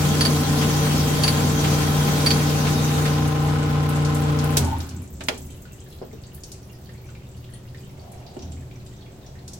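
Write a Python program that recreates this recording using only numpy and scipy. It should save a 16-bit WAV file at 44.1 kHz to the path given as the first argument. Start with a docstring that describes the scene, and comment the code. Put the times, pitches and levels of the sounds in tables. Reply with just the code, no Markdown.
"""A machine shop, a stereo pair close to a honing machine, the low hum of other machines further off.
Stones scrape through an oiled engine bore over the drone of motor and gears; a feed pawl clicks twice
a stroke. The stones are eased off, the drive is thrown out with a clack and a short brake squeal, and
the head is swung up and latched, thudding through the frame. Then oil drips into the tray and tools
are handled, with a short echo from the shop."""
import sys
import numpy as np
from scipy import signal
from scipy.fft import rfft, irfft, next_fast_len
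from scipy.io import wavfile
from scipy.ndimage import uniform_filter1d

SR = 44100
rng = np.random.default_rng(int(sys.argv[2]) if len(sys.argv) > 2 else 0)


def pcm_store(signal):
    """Save signal as 16-bit PCM."""
    levels = np.round(np.clip(np.atleast_2d(signal), -1, 1) * 32767)
    wavfile.write(sys.argv[1], SR, levels.astype(np.int16).T)


N = 422919
T, HZ = np.arange(N) / SR, np.fft.rfftfreq(N, 1 / SR)
AGE = T[:SR // 2]  # seconds since a strike

# stereo width at the microphones: f/Hz, side minus mid/dB
STEREO_WIDTH = [(60, -19), (140, -23), (260, -9.5), (500, -6.5), (1000, -.5), (16000, 1)]
# decay of the shop's echo: f/Hz, t60/s
SHOP_DECAY = [(150, 0.51), (600, 0.37), (2000, 0.29), (6000, 0.35), (15000, 0.21)]
# spectrum of the room air: f/Hz, relative level/dB
AIR_SPECTRUM = [(25, -8), (64, -4.5), (130, -4.5), (235, -11), (400, -15.5), (560, -19), (1060, -29),
                (2000, -35), (4700, -37.5), (8000, -40.5), (10000, -49), (15800, -42)]
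# hum of distant machines: f/Hz, width/Hz, level/dB
DISTANT_HUM = [(78, 14, -47.5), (120, 1.5, -47), (138.3, 4, -48.5), (195.8, 7.3, -57)]
# swells of a soft, hollow rush: t/s, length/s, level/dB
RUSH_SWELLS = [(7.9, .55, -50.5), (8.95, 0.8, -58)]
# resonances of that rush: f/Hz, width/Hz, relative level/dB
RUSH_MODES = [(666, 170, -0.5), (3000, 1700, -13.5)]
# large drops of oil: t/s, level/dB, f/Hz
OIL_DROPS = [(5.5065, -48, 3050), (5.6521, -46, 1450), (5.8621, -49, 1700), (5.9249, -47, 3360),
             (6.2354, -45, 4480), (6.891, -45, 1800), (7.089, -47, 1460), (7.1501, -46, 2350),
             (7.442, -47.5, 3340), (7.7453, -44, 1820), (8.264, -43.5, 4660), (8.39, -44, 5450),
             (8.422, -42, 5960), (8.519, -43, 7370), (8.711, -48, 2300), (8.862, -46, 7360),
             (9.263, -45, 5700)]
# clicks of handwheel, levers and tools: t/s, level/dB, f/Hz
METAL_CLICKS = [(3.275, -32, 9000), (3.89, -30.5, 11000), (3.958, -34, 8000), (4.048, -28, 5200),
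                (4.146, -29, 8500), (4.388, -27.5, 4900), (4.44, -31.5, 11000), (4.645, -31, 7000),
                (4.803, -33.5, 4500), (4.89, -36.5, 6100), (5.236, -36, 7040), (5.376, -37.5, 8000),
                (6.345, -37, 13000), (6.435, -34, 5840), (6.517, -34.5, 6600), (8.117, -44, 9000),
                (9.478, -35, 6000), (9.533, -36, 6400)]
# ring of a steel tool: f/Hz, relative level/dB, t60/s
TOOL_MODES = [(1911, -9, .1), (4350, -6, .12), (9030, 1, .08), (10000, -5, .1)]
# blows on levers and frame: t/s, level/dB, f/Hz, spread/octaves, t60/s, relative body level/dB
LEVER_BLOWS = [(4.569, -11.3, 6200, 1.5, 0.1, -4.5), (5.207, -29, 2120, 1.14, 0.082, 0),
               (5.2844, -11, 2700, 1.12, 0.049, -4.5), (6.016, -24.5, 424, 0.36, 0.083, -2),
               (6.132, -29.5, 330, 0.56, 0.099, -5), (8.367, -24.5, 330, .7, 0.06, -9)]
# ring of the frame: f/Hz, relative level/dB, t60/s
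FRAME_MODES = [(257, 0, 0.5), (378, 4, 0.25), (441, -1, 0.18), (584, -5, 0.14), (708, -6, 0.12),
               (1416, 3.5, 0.13), (3400, -7, 0.16)]
# shoves that set the frame shuddering: t/s, length/s, level/dB
FRAME_SHOVES = [(4.567, .09, -21), (4.737, .06, -30.5), (4.907, 0.074, -33), (5.1, 0.43, -41.5),
                (8.38, .19, -38)]
# hum of motor and gears at full speed: multiple of the shaft rate, level/dB
SHAFT_HARMONICS = [(1, -52), (2, -40), (3, -30), (4, -38), (5, -22), (7, -49), (8, -34.5), (9, -45.5),
                   (10, -34), (11, -57), (12, -45.5), (15, -37.5), (16, -41), (19, -46.5), (20, -49.5),
                   (26, -45), (27, -42.5), (34, -48), (35, -44), (43, -49.5), (45, -49.5)]
# spectrum of the gear train's rattle: f/Hz, relative level/dB
GEAR_SPECTRUM = [(25, -28), (45, -15), (150, -14.5), (190, -13), (290, -13), (400, -20), (640, -19.5),
                 (930, -23), (1770, -28), (3000, -29.5), (7500, -40.5), (9000, -45.5), (15500, -50.5)]
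# resonances of the gear case: f/Hz, width/Hz, relative level/dB
CASING_MODES = [(240, 23, -36.5), (800, 39, -41.5), (1027, 71, -44.5), (1254, 76, -47.5), (1474, 51, -45)]
# ring of the pawl: f/Hz, relative level/dB, t60/s
PAWL_MODES = [(3250, -16, .07), (4400, -6, .07), (4490, -2, .08), (4640, 0, .1), (10734, -9, .2)]
# faint singing of the stones: t/s, length/s, f/Hz, level/dB
SINGING_SPELLS = [(0, 2.4, 3250, -45), (.55, 2.2, 3730, -50.5), (2.7, 0.33, 3755, -45.5)]
# spectrum of grit scraping iron: f/Hz, relative level/dB
GRIT_SPECTRUM = [(35, -30), (110, -12.5), (300, -18.5), (420, -17.5), (750, -23.5), (1160, -27),
                 (2300, -30.5), (5200, -29.5), (8000, -33), (9500, -36), (11600, -35.5), (15800, -38.5)]
# bore and hone ringing under the stones: f/Hz, width/Hz, relative level/dB
BORE_MODES = [(81.6, 3.5, -43), (145, 22, -36.5), (175, 4, -54), (189, 3.8, -35), (217.7, 7, -37.5),
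              (250, 24, -33.5), (288, 27, -41), (365, 2, -46), (451.5, 11, -43), (4490, 22, -50)]

STROKE_STARTS_S = 0.2086 + 1.02705 * np.arange(3)
LIFT_S = 4.85  # the head leaves the bore


def amp(db):
    """Decibels to amplitude."""
    return 10 ** (np.asarray(db) / 20)


def unit(x):
    """Scales to an rms of 1."""
    return x / np.sqrt(np.mean(x ** 2) + 1e-20)


def curve(points, hz):
    """Values at hz, the points joined by straight lines on a log-frequency axis."""
    f, value = np.transpose(points)
    return np.interp(np.log(hz + 1), np.log(f + 1), value)


def side_gain(hz):
    """Side relative to mid: bass is alike at both microphones, treble diffuse."""
    return amp(curve(STEREO_WIDTH, hz))


def since(s):
    """Seconds gone by since time s; zero before it."""
    return np.maximum(T - s, 0)


def swell(start, length, rise_s, fade_db_per_s):
    """An envelope that rises, holds until start + length, and dies away."""
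    return np.minimum(since(start) / rise_s, 1) * amp(-fade_db_per_s * since(start + length))


def add(mix, s, sound, pan_db=0):
    """Lays a sound into the mix at time s; pan_db is left minus right."""
    part = mix[:, max(round(s * SR), 0):][:, :sound.shape[-1]]
    part += (sound * amp([[pan_db / 2], [-pan_db / 2]]))[:, :part.shape[1]]


def drift(hz):
    """A random wander of rms 1, up to about hz."""
    rolloff = np.sqrt(1 + (np.arange(2049) / T[-1] / hz) ** 4)
    slow = irfft(rfft(rng.standard_normal(4096)) / rolloff)
    return np.interp(T, np.linspace(0, T[-1], len(slow)), unit(slow))


def noise(colour):
    """Stereo noise with the given amplitude spectrum and a mid rms of 1."""
    size = next_fast_len(N, True)
    hz = np.fft.rfftfreq(size, 1 / SR)
    z = rng.standard_normal((2, len(hz), 2)).view(complex)[..., 0] * np.interp(hz, HZ, colour)
    mid, side = irfft(z[0], size)[:N], irfft(z[1] * side_gain(hz), size)[:N]
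    return np.array([mid + side, mid - side]) / np.std(mid)


def patchy(x, depth_db):
    """Gives x short, random swells of level in scattered bands."""
    z = signal.stft(x, nperseg=256)[2]
    field = uniform_filter1d(rng.standard_normal(z.shape[1:]), 14, axis=1)  # smooth over time
    field = uniform_filter1d(field, 6, axis=0)  # and over frequency
    return signal.istft(z * unit(amp(depth_db * unit(field))), nperseg=256)[1][:, :N]


def resonances(modes):
    """Modes (f/Hz, width/Hz, level/dB) kept ringing by random forces."""
    power = sum(amp(db) ** 2 * unit(1 / (1 + ((HZ - hz) / width) ** 2)) ** 2 for hz, width, db in modes)
    return noise(np.sqrt(power)) * np.sqrt(power.mean())


def ring(modes):
    """Struck modes, reaching the two microphones in different phases; the peak is 1."""
    out = 0
    for hz, db, t60 in modes:
        phase = np.array([[1], [-1]]) * side_gain(hz) * rng.uniform(-1.23, 1)
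        out += amp(db - 60 * AGE / t60) * np.sin(2 * np.pi * hz * AGE + phase)
    return out / abs(out).max()


def crack(hz, octaves, t60):
    """The dense, fast-dying modes of a contact, gathered around hz."""
    f = np.fft.rfftfreq(len(AGE), 1 / SR) + 1
    band = 1 / (1 + (np.log2(f / hz) / octaves) ** 2 / 2) ** 2 / np.sqrt(f + hz)
    z = rfft(rng.standard_normal((2, len(AGE)))) * band
    mid, side = irfft(z[0], len(AGE)), irfft(z[1] * side_gain(f), len(AGE))
    envelope = amp(-60 * AGE / t60) * (1 - np.exp(-AGE / 0.00074))
    return 0.64 * np.array([mid + side, mid - side]) / np.std(mid) * envelope


def room(x, tail_db):
    """Adds sparse reflections of the shop, each band dying at its own speed."""
    taps = rng.choice([-1., 1.], (2, SR)) * (rng.random((2, SR)) < .06) * (T[:SR] > .004)
    hz, t, z = signal.stft(taps, SR, nperseg=256)
    tail = signal.istft(z * amp(-60 * t / curve(SHOP_DECAY, hz)[:, None]), SR, nperseg=256)[1]
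    return x + amp(tail_db) * signal.oaconvolve(x, tail / np.linalg.norm(tail[0]), axes=1)[:, :N]


def shop(air_db=-44.5, whine_hz=374, whine_db=-56.5):
    """Steady room air, the hum of distant machines, and a soft rush that comes and goes."""
    air = amp(air_db) * noise(amp(curve(AIR_SPECTRUM, HZ)))
    whine = np.sqrt(2) * amp(whine_db) * np.sin(2 * np.pi * whine_hz * T + drift(5))
    rush = sum(amp(db) * swell(s, length, rise_s=.12, fade_db_per_s=70) for s, length, db in RUSH_SWELLS)
    return air + whine + resonances(DISTANT_HUM) + rush * resonances(RUSH_MODES)


def spray(start_s=3.1, rise_s=.42, drain_s=.47, level_db=-50.5, band_specks_per_s=20):
    """Specks of oil tick on the metal as the hone comes up the bore, ever fainter as the head drains."""
    out = np.zeros((2, N))
    for hz in (7300, 11000, 15000):
        specks = (rng.random(N) < band_specks_per_s / SR) * amp(12 * rng.random(N) ** 2)
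        out += signal.oaconvolve(specks[None], crack(hz, octaves=.25, t60=.034), axes=1)[:, :N]
    flow = np.minimum(since(start_s) / rise_s, 1) / (1 + since(LIFT_S) / drain_s) ** .85
    return room(amp(level_db) * flow * unit(out), tail_db=-.5)


def drop(hz):
    """A small bubble rings with rising pitch under a soft splat."""
    bubble = np.sin(2 * np.pi * hz * AGE * (1 + .89 * AGE))
    envelope = amp(-60 * AGE / .05) * (1 - np.exp(-AGE / .0012))
    return bubble * envelope + amp(-2) * crack(hz, octaves=.35, t60=.065)


def oil(small_db=-56, scatter_s=.08, bursts=40):
    """Oil drips off the raised head: large drops that splash, and small ones in bursts of four."""
    out = np.zeros((2, N))
    for s, db, hz in OIL_DROPS:
        add(out, s, amp(db) * (drop(hz) + amp(-5) * crack(3600, octaves=.64, t60=.08)))
    for k, burst in enumerate(rng.random((bursts, 4, 4))):
        s = LIFT_S + (k + rng.random()) / bursts * (T[-1] - LIFT_S)
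        for lag, size, pitch, place in burst:
            droplet = amp(small_db + 6 * size ** 2) * drop(1700 * 4 ** pitch)
            add(out, s + scatter_s * lag, droplet, pan_db=8 * (place - .5))
    return room(out, tail_db=-1.5)


def handling(clink_s=7.537, clink_db=-37):
    """Metal parts click lightly, and a steel tool clinks once, left of the microphones."""
    out = np.zeros((2, N))
    for s, db, hz in METAL_CLICKS:
        add(out, s, amp(db) * crack(hz, octaves=.68, t60=.088))
    add(out, clink_s, amp(clink_db) * ring(TOOL_MODES), pan_db=9.4)
    return room(out, tail_db=-6.5)


def brake(peak_s=4.74, peak_hz=925, peak_db=-26, grow_db_per_s=125, fade_db_per_s=353):
    """The brake's rough squeal grows, rises a little and breaks off, with a second tone just below."""
    before = np.maximum(peak_s - T, 0)
    hz = (peak_hz - 350 * before) * (1 + .0222 * drift(55))
    angle = 2 * np.pi * np.cumsum(hz) / SR
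    squeal = np.array([np.sin(angle + lag) + .35 * np.sin(.91 * angle - lag) for lag in (0, 1)])
    envelope = amp(peak_db - grow_db_per_s * before - fade_db_per_s * since(peak_s))
    return squeal * envelope * (1 + .56 * drift(50))


def frame(thud_db=-5, thud_hz=480, sway_hz=80):
    """Levers strike the frame, which thuds and rings; shoves make it shudder on its lowest modes."""
    out = np.zeros((2, N))
    for s, db, hz, octaves, t60, body_db in LEVER_BLOWS:
        # a soft blow barely excites the high modes
        modes = [(f, level - 10 * np.log10(1 + (f / (2 * hz)) ** 4), decay)
                 for f, level, decay in FRAME_MODES]
        body = .5 * ring(modes) + amp(thud_db) * crack(min(hz, thud_hz), octaves=.87, t60=.19)
        add(out, s, amp(db) * (crack(hz, octaves, t60) + amp(body_db) * body), pan_db=-1)
    shudder = sum(amp(db) * swell(s, length, rise_s=.058, fade_db_per_s=122)
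                  for s, length, db in FRAME_SHOVES)
    sway = np.sqrt(2) * np.sin(2 * np.pi * np.cumsum(sway_hz + 5 * drift(10.8)) / SR)
    return room(out, tail_db=-12) + shudder * (sway + resonances([(130, 50, -6.5), (251, 38, -7.5)]))


def drive(shaft_hz=29.77, stop_s=4.56, coast_s=.68):
    """Motor and gears hum and rattle in time with the shaft; thrown out, they slow evenly to rest."""
    speed = np.maximum(1 - since(stop_s) / coast_s, 0)
    angle = 2 * np.pi * np.cumsum(shaft_hz * speed) / SR + .0085 * drift(4.3)
    hum = np.zeros((2, N))
    for order, db in SHAFT_HARMONICS:
        phase, side_phase = rng.uniform(0, 2 * np.pi, 2)
        mid = np.cos(order * angle + phase)
        side = side_gain(order * shaft_hz) * np.cos(order * angle + phase + side_phase)
        waver = 1 + .084 * drift(5.4)
        hum += np.sqrt(2) * amp(db) * waver * np.array([mid + side, mid - side])
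    rattle = amp(-32) * noise(amp(curve(GEAR_SPECTRUM, HZ))) + amp(-1) * resonances(CASING_MODES)
    throb = unit(1 + .087 * np.cos(angle) + .25 * np.cos(6 * angle) + .15 * drift(60))
    return hum * speed ** 5.2 + rattle * throb * speed ** 2.5


def pawl(gain_db=-9, gap_s=.043, bounce_s=.0072, pan_db=-2.5):
    """Right of centre, the pawl drops twice onto its ratchet as each stroke opens, bounces and rings."""
    out = np.zeros((2, N))
    for stroke in STROKE_STARTS_S:
        for s, db in (stroke, 0), (stroke + gap_s, -.6):
            click = amp(-1) * ring(PAWL_MODES) + amp(-8) * crack(2450, octaves=1.8, t60=.1)
            add(out, s, amp(db) * click, pan_db)
            add(out, s + bounce_s, amp(db - 6) * crack(4580, octaves=.037, t60=.059), pan_db)
    return room(amp(gain_db) * out, tail_db=-16)


def singing(width_hz=40):
    """Friction keeps narrow modes of the hone ringing for a while."""
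    return sum(swell(s, length, rise_s=.08, fade_db_per_s=60) * resonances([(hz, width_hz, db)])
               for s, length, hz, db in SINGING_SPELLS)


def stones(ease_s=2.57, release_s=3.05, release_db_per_s=37, swish_every_s=.1255, turn_after_s=.403):
    """Grit pressed against the bore scrapes, sizzles and sets the iron ringing until it is let off."""
    # the scrape sinks as the stones near the end of the bore
    slowing = sum(np.exp(-((T - s - .3) / .09) ** 2) for s in STROKE_STARTS_S)
    eased = np.minimum(since(ease_s) / .18, 1)
    pressure = amp(-36.5 - 1.5 * slowing - 3 * eased - release_db_per_s * since(release_s))
    grains = unit(amp(.62 * drift(60)))
    grit = patchy(noise(amp(curve(GRIT_SPECTRUM, HZ))), depth_db=2) * grains
    # the sizzle swells each time a stone comes round
    surge_db = 4 * np.cos(2 * np.pi * (T - .0925) / swish_every_s) + 4 * np.tanh(drift(4))
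    sizzle = sum(resonances([(hz, 250, 0)]) * unit(amp(surge_db + 6 * np.tanh(drift(14))))
                 for hz in (5950, 6550))
    out = pressure * (amp(7.5) * grit + amp(-11) * sizzle + amp(37) * resonances(BORE_MODES))
    # a rasp at each reversal and at the release
    for s in [*(STROKE_STARTS_S + turn_after_s), release_s]:
        add(out, s, amp(-22.5) * crack(2000, octaves=1.8, t60=.19) * (1 - np.exp(-AGE / .0047)))
    return out


def scene():
    """The running machine just left of centre, its clicks, blows and oil, and the shop behind."""
    machine = (drive() + stones() + singing()) * amp([[.45], [-.45]])
    return machine + pawl() + brake() + frame() + handling() + oil() + spray() + shop()


def record(dry):
    """The recorder passes the microphones' signal up to 16.2 kHz."""
    lowpass = signal.firwin(511, 16200, window=("kaiser", 9), fs=SR)
    return signal.oaconvolve(dry, lowpass[None], "same", axes=1)


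dry = scene()
out = record(dry)
pcm_store(out)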